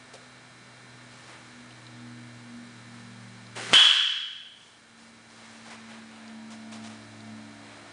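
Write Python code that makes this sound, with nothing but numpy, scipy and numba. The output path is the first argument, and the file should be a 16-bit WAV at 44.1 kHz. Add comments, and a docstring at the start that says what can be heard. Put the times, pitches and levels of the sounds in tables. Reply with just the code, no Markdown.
"""In a netted indoor batting cage, a metal bat hits a baseball with a sharp crack.
The bat rings while it is still swinging, so each wall gets a different pitch (the Doppler effect)
and the hall holds a band of tones around 3 kHz. Air rushes round the bat; there are short shoe scuffs
and longer stretches of faint rustle. Vents hiss, lamps buzz and a far machine slowly runs down.
The camera's automatic gain drops at the hit and creeps back."""
import sys
import numpy as np
from scipy import signal
from scipy.fft import rfft, irfft, next_fast_len
from scipy.io import wavfile
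from scipy.ndimage import uniform_filter1d, map_coordinates
from numba import njit

SR = 44100
rng = np.random.default_rng(int(sys.argv[2]) if len(sys.argv) > 2 else 0)


def unload_wav(signal):
    """Save mono or channel-first audio to the path in sys.argv[1] as 16-bit WAV at rate SR, clipped to [-1, 1]."""
    wavfile.write(
        sys.argv[1],
        SR,
        np.round(np.clip(np.atleast_2d(signal).T, -1, 1) * 32767).astype(np.int16),
    )


N = 349272
T = np.arange(N) / SR
HIT_S = 3.7332

# first echoes off floor, walls and roof: delay/s, ring/dB, snap/dB, angle from the bat's path/turns
ECHOES = [(.0049, 3, 1.5, 0.337), (0.0116, 11, -4, 0.4), (0.0194, -39, -4, 0.31), (0.0331, 15.5, -14, .22),
          (.0425, 0.5, -8, .2), (0.0544, -17, 1, .05)]


def amp(db):
    """Turn decibels into a multiplier."""
    return 10 ** (np.asarray(db) / 20)


def unit(x):
    """Scale a signal to an average power of 1."""
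    return x / np.sqrt(np.mean(x ** 2) + 1e-20)


def along(points, hz):
    """Read between (frequency, value) points, with octaves evenly spaced."""
    freqs, values = np.transpose(points)
    return np.interp(np.log(hz + 1), np.log(freqs + 1), values)


def filtered(x, response):
    """Scale each frequency in x by response(frequency)."""
    size = next_fast_len(len(x) + 8192)
    return irfft(rfft(x, size) * response(np.fft.rfftfreq(size, 1 / SR)), size)[:len(x)]


def coloured(x, spectrum):
    """Give x a tone colour (a balance of low and high), at power 1."""
    return unit(filtered(x, lambda hz: amp(along(spectrum, hz))))


def resonance(hz, centre_hz, width_hz):
    """A resonance passes its centre fully and other frequencies less."""
    return 1j * hz * width_hz / (centre_hz ** 2 - hz ** 2 + 1j * hz * width_hz)


def wobble(rate):
    """A smooth random curve through `rate` points a second."""
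    return map_coordinates(rng.standard_normal(400), [T * rate], mode="wrap")


def add(track, start_s, sound):
    """Mix a sound into the track at the given time."""
    part = track[max(round(start_s * SR), 0):][:len(sound)]
    part += sound[:len(part)]


def hall_tail(build_s=0.045, size=65536):
    """The hall's wash of echoes builds up, then each frequency dies at its own speed."""
    # how long the hall rings: f/Hz, time to fade 60 dB/s
    fade_times = [(100, 0.12), (400, 0.54), (800, 0.55), (1600, 0.91), (3200, 0.88), (5000, 0.88),
                  (10000, 0.59)]
    hz, t, noise = signal.stft(rng.standard_normal(size), SR, nperseg=256)
    tail = signal.istft(noise * amp(-60 * t / along(fade_times, hz)[:, None]), SR, nperseg=256)[1]
    tail *= 1 - np.exp(-np.arange(len(tail)) / SR / build_s)
    return tail / np.linalg.norm(tail)


def echoed(x, hall_db):
    """A sound with the hall's echoes behind it."""
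    return x + amp(hall_db) * signal.fftconvolve(x, hall_tail())[:N]


def ventilation(level_db=-52, drift_db=0.82):
    """Air from the vents makes a nearly steady rush."""
    # colour of the rush: f/Hz, level/dB
    colour = [(25, -19), (55, -3), (85, -1.5), (150, 3), (300, -1.5), (600, -1.5), (1200, -1.5), (1800, -2),
              (2500, -8), (3400, -8), (4050, -7.5), (4800, -10.5), (10000, -17)]
    return amp(level_db + drift_db * wobble(1.73)) * coloured(rng.standard_normal(N), colour)


def lamps(pulse_hz=120, waver_rad=0.18):
    """The lamps' ballast coils buzz at multiples of the mains power's pulse."""
    # tones of the buzz: multiple of the pulse, level/dB
    tones = [(11, -66), (12, -63.5), (13, -65.5), (14, -64.5), (15, -61.5), (17, -66.5), (18, -64.5),
             (19, -62.5), (20, -67), (23, -69.5), (27, -69), (31, -71), (33, -65), (34, -66.5), (42, -71.5)]
    return sum(amp(db) * np.sin(2 * np.pi * (k * pulse_hz * T + rng.random()) + waver_rad * wobble(2.8))
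               for k, db in tones)


def far_machine(start_hz=124.74, fall_hz_per_s=2.1, whine_s=5.91, whine_rise_s=0.61):
    """A machine hums lower and lower as it slows; a faint whine joins in late."""
    # swells of the lowest tone: t/s, level/dB
    hum_levels = [(0.0, -60.5), (0.96, -49.5), (1.44, -57.5), (1.84, -46.5), (2.36, -43), (2.64, -56),
                  (2.8, -48.5), (3.6, -44.5), (4.2, -63.5), (5.84, -59), (6.28, -63.5), (6.8, -52.5),
                  (7.28, -48), (7.88, -57.0)]
    # swells of the octave above it: t/s, level/dB
    octave_levels = [(0.0, -54.5), (0.72, -61), (1.12, -53.5), (1.36, -61), (1.6, -46), (1.8, -59),
                     (2.04, -43), (2.4, -49.5), (2.56, -40), (2.8, -53.5), (2.96, -45), (3.4, -53.5),
                     (4.76, -61), (5.08, -48), (5.24, -53.5), (6.0, -43), (6.16, -46.5), (6.36, -40),
                     (6.88, -41.5), (7.08, -52), (7.32, -40), (7.88, -63)]
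    # two weak side tones: multiple of the pitch
    side_multiples = [1.62, 2.63]
    # low resonances of the hall: f/Hz, width/Hz, level/dB
    hall_modes = [(191.2, 1.4, -50), (316.4, 3.7, -55), (287.5, 5.7, -49.5)]
    # tones of the whine: multiple of the pitch, relative level/dB
    whine_tones = [(3.11, -4.5), (5.63, -4.5), (6.26, -3.5), (6.5, -9.5), (7.27, -9), (8.5, -7)]
    pitch = start_hz - fall_hz_per_s * T
    phase = 2 * np.pi * np.cumsum(pitch) / SR

    def tone(k, flutter_db=1, flutter_rate=5, waver_rad=0.1, waver_rate=8.9):
        return amp(flutter_db * wobble(flutter_rate)) * np.sin(k * phase + waver_rad * wobble(waver_rate))

    def hall_gain(f):
        return np.sqrt(sum(np.abs(amp(db) * resonance(f, hz, width)) ** 2 for hz, width, db in hall_modes))

    swell = lambda levels: amp(np.interp(T, *np.transpose(levels)))
    hum = swell(hum_levels) * tone(1) + swell(octave_levels) * tone(2)
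    # the side tones stand out as they slide through the hall's resonances
    sides = amp(-1) * sum(hall_gain(k * pitch) * tone(k) for k in side_multiples)
    whine = sum(amp(db) * tone(k, flutter_db=3, flutter_rate=7, waver_rad=1.6, waver_rate=18)
                for k, db in whine_tones)
    fade_in = np.clip((T - whine_s) / whine_rise_s, 0, 1)
    return hum + sides + amp(-56) * fade_in * whine


def grainy_noise(colour, uneven_db=2.5):
    """Dense grains of uneven size, like turf fibres flicking against a sole."""
    sizes = amp(uneven_db * unit(uniform_filter1d(rng.standard_normal(N), 40)))
    return coloured(sizes * rng.standard_normal(N), colour)


def strokes(rows, rise):
    """Each stroke swells for the fraction `rise` of its length, then fades; share scales its power."""
    level = np.zeros(N)
    for start_s, db, length_s, share in rows:
        progress = np.arange(int(3 * length_s * SR)) / SR / length_s
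        shape = np.minimum(progress / rise, 1) * np.exp(-progress ** 4 / 2)
        add(level, start_s, amp(db) * np.sqrt(share) * shape)
    return level


def scuffs_and_rustle():
    """Short shoe scuffs, plus longer stretches of faint, soft rustle, in a dull and a crisp part."""
    # short scuffs and longer rustles: t/s, level/dB, length/s, crispness (0 = dull, 1 = crisp)
    sounds = [(0.142, -49, .025, 0.96), (1.1, -55.5, .24, 0.68), (1.273, -51, .069, 0.034),
              (2.934, -56, 0.076, 0.4), (3.564, -38, 0.046, 0), (4.55, -52.5, 0.19, 1),
              (4.969, -52.5, 0.12, 0.9), (5.277, -51, 0.44, 0.54), (5.647, -52, 0.074, 0.43),
              (5.703, -49, 0.05, .15), (5.876, -47.5, 0.1, 0.076), (6.075, -52.5, 0.21, 0),
              (6.501, -47, 0.053, 0.87), (6.716, -45, 0.053, 0.91), (6.838, -45.5, 0.045, 0.92),
              (6.893, -50, 0.061, 0.27), (7.605, -53.5, 0.25, 0)]
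    # dull colour, as of turf: f/Hz, level/dB
    dull_colour = [(100, -17), (300, 0.5), (900, 5.5), (2000, 2), (3000, -2), (6000, -12), (10000, -14.5)]
    # crisp colour, as of a sole: f/Hz, level/dB
    crisp_colour = [(100, -9), (400, -4.5), (900, -0.5), (1500, -4.5), (3000, -4), (5500, -5.5),
                    (10000, -12.5)]
    dull_sounds = [(start_s, db, length_s, 1 - crispness) for start_s, db, length_s, crispness in sounds]
    dull = strokes(dull_sounds, rise=0.23) * grainy_noise(dull_colour)
    crisp = strokes(sounds, rise=0.073) * grainy_noise(crisp_colour)
    return dull, crisp


def skid(start_s=3.546, rise_s=0.017, stop_s=0.008, level_db=-37.5, judder_db=0.7):
    """The front foot lands and slides, shaking a little, until the ball is struck."""
    # colour of the slide: f/Hz, level/dB
    colour = [(60, -34), (200, -19), (400, 4), (800, -6.5), (1600, 4), (3000, -1), (5000, -5), (10000, -10)]
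    landing = np.clip((T - start_s) / rise_s, 0, 1) ** 2
    stopping = np.exp(-np.maximum(T - HIT_S, 0) / stop_s)
    return amp(level_db + judder_db * wobble(35)) * landing * stopping * grainy_noise(colour)


def set_down(start_s=5.7, length_s=0.05, level_db=-47):
    """The bat's tip meets the turf with a soft knock."""
    # resonances of the knock: f/Hz, width/Hz, relative level/dB
    modes = [(1043, 120, -3), (1690, 200, -6), (1970, 120, 2)]
    body = lambda f: sum(amp(db) * resonance(f, hz, width) for hz, width, db in modes)
    knock = unit(filtered(rng.standard_normal(N), body))
    return strokes([(start_s, level_db, length_s, 1)], rise=0.15) * knock


def taps(size=8192):
    """Bat and grip tick lightly: each touch is a noise burst sent twice through one resonance."""
    # touches: t/s, level/dB, f/Hz, resonance width/Hz, time to fade 60 dB/s
    touches = [(0.1352, -43.5, 517, 260, 0.17), (0.135, -38, 1700, 2980, 0.0093),
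               (0.139, -41.5, 4300, 6000, .035), (1.7065, -42.5, 3180, 1100, 0.034),
               (1.866, -43, 3900, 1200, .035), (3.468, -42, 4000, 1190, 0.012),
               (6.2792, -44, 4700, 2040, 0.019), (7.205, -45.5, 4050, 900, 0.033)]
    out, t = np.zeros(N), np.arange(size) / SR
    for start_s, db, hz, width, fade_s in touches:
        burst = filtered(rng.standard_normal(size), lambda f: resonance(f, hz, width) ** 2)
        add(out, start_s, amp(db - 60 * t / fade_s) * unit(burst))
    return out


def swing(whoosh_db=-43, swish_db=-29, rise_s=0.1, fall_s=0.004):
    """Air rushes round the bat: a low whoosh turns into a swish at full speed."""
    # colour of slow air: f/Hz, level/dB
    whoosh_colour = [(40, -41), (90, -21), (170, 5), (330, 0.5), (500, -7), (2000, -24), (10000, -63)]
    # colour of fast air: f/Hz, level/dB
    swish_colour = [(40, -44), (150, 0), (330, -11), (500, -6), (1000, -3), (2000, -15), (5000, -14),
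                    (10000, -24)]
    rush = np.exp(-np.maximum((HIT_S - T) / rise_s, (T - HIT_S) / fall_s))
    whoosh = amp(whoosh_db) * rush * coloured(rng.standard_normal(N), whoosh_colour)
    swish = amp(swish_db) * rush ** 6 * coloured(rng.standard_normal(N), swish_colour)
    return whoosh + swish


def small_sounds():
    """Footwork, faint rustle, taps and the swing; dull sounds get more echo than crisp ones."""
    dull, crisp = scuffs_and_rustle()
    dull = echoed(dull + skid() + set_down(), hall_db=-5.5)
    crisp = echoed(crisp + amp(-1) * taps(), hall_db=-8.5)
    return dull + crisp + swing()


def crack(push_db=2, push_s=0.0005, snap_db=-8, snap_fade_s=0.018, echo_db=-4, hall_db=-15, size=2048):
    """The ball flattens on the bat: one push of air and a sharp snap, which the hall repeats."""
    # colour of the snap: f/Hz, level/dB
    colour = [(60, -26), (250, -31), (500, -10), (1000, 4), (1600, 8.5), (2200, 4.5), (3100, 7.5),
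              (4200, 1.5), (6000, -3), (10000, -8)]
    out, t = np.zeros(N), np.arange(size) / SR
    push = (t / push_s - 1) * np.exp(-t / push_s)
    add(out, HIT_S, amp(push_db) * push)
    snap = lambda: coloured(rng.standard_normal(size), colour) * amp(-60 * t / snap_fade_s)
    add(out, HIT_S, amp(snap_db) * snap())
    for delay, _, db, _ in ECHOES:
        add(out, HIT_S + delay, amp(echo_db + db) * snap())
    add(out, HIT_S, amp(hall_db) * coloured(hall_tail(), colour))
    return out


def barrel(angle_turns, speed_m_per_s=21.5, slowing_s=0.43, size=16384):
    """The bat's thick end rings as it moves: higher heard from ahead, lower from behind."""
    # tones of the metal: f/Hz, relative level/dB, time to fade 60 dB/s
    tones = [(1260, -48, 0.054), (1625, -19, 0.074), (2814, -17.5, 0.16), (3195, -3.5, 0.12),
             (3980, -31, 0.25), (6900, -34, 0.1)]
    t = np.arange(size) / SR
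    travel_m = speed_m_per_s * slowing_s * (1 - np.exp(-t / slowing_s))
    shifted_t = t + np.cos(2 * np.pi * angle_turns) * travel_m / 343  # sound travels 343 m/s
    return sum(amp(db - 60 * t / fade_s) * np.sin(2 * np.pi * hz * shifted_t) for hz, db, fade_s in tones)


def bat_ring(direct_db=-9, early_db=-5, hall_db=19, directions=16):
    """The ring arrives straight, off the nearest surfaces, and from all round the hall."""
    out = np.zeros(N)
    add(out, HIT_S, amp(direct_db) * barrel(1 / 4))  # side-on, so no pitch shift
    for delay, db, _, angle in ECHOES:
        add(out, HIT_S + delay, amp(early_db + db) * barrel(angle))
    for angle in (np.arange(directions) + 0.5) / directions / 2:
        wash = signal.fftconvolve(barrel(angle), hall_tail())
        add(out, HIT_S, amp(hall_db) / np.sqrt(directions) * wash)
    return out


def scene():
    """Everything that reaches the microphone, as one channel."""
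    return (bat_ring() + crack() + small_sounds() + far_machine() + lamps() + ventilation())[None]


@njit
def follow(need, attack, release):
    """Rise fast towards the needed cut in volume, and sink back slowly."""
    out, held = np.empty(len(need)), 0.0
    for i in range(len(need)):
        held += (need[i] - held) * (attack if need[i] > held else release)
        out[i] = held
    return out


def ducked(x, limit_db, attack_s, release_s):
    """Automatic gain turns the sound down when its peaks pass the limit."""
    need_db = np.maximum(20 * np.log10(np.abs(x) + 1e-9) - limit_db, 0)
    return x * amp(-follow(need_db, 1 / (attack_s * SR), 1 / (release_s * SR)))


def record(dry, hiss_db=-62, low_cut_hz=85, top_hz=10030):
    """The camera thins the bass, turns loud moments down, adds hiss and cuts the highest treble."""
    x = signal.sosfilt(signal.butter(1, low_cut_hz, "high", fs=SR, output="sos"), dry[0])
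    x = ducked(x, limit_db=-8.5, attack_s=0.0045, release_s=0.72)  # creeps back after the hit
    x = ducked(x, limit_db=-9.0, attack_s=0.0003, release_s=0.0084)  # catches quick peaks
    x = x / (1 + np.abs(x / 0.75) ** 4) ** (1 / 4)  # rounds off the peaks
    x = x + amp(hiss_db) * rng.standard_normal(N)
    return filtered(x, lambda hz: 1 / np.sqrt(1 + (hz / top_hz) ** 500))[None]


dry = scene()
out = record(dry)
unload_wav(out)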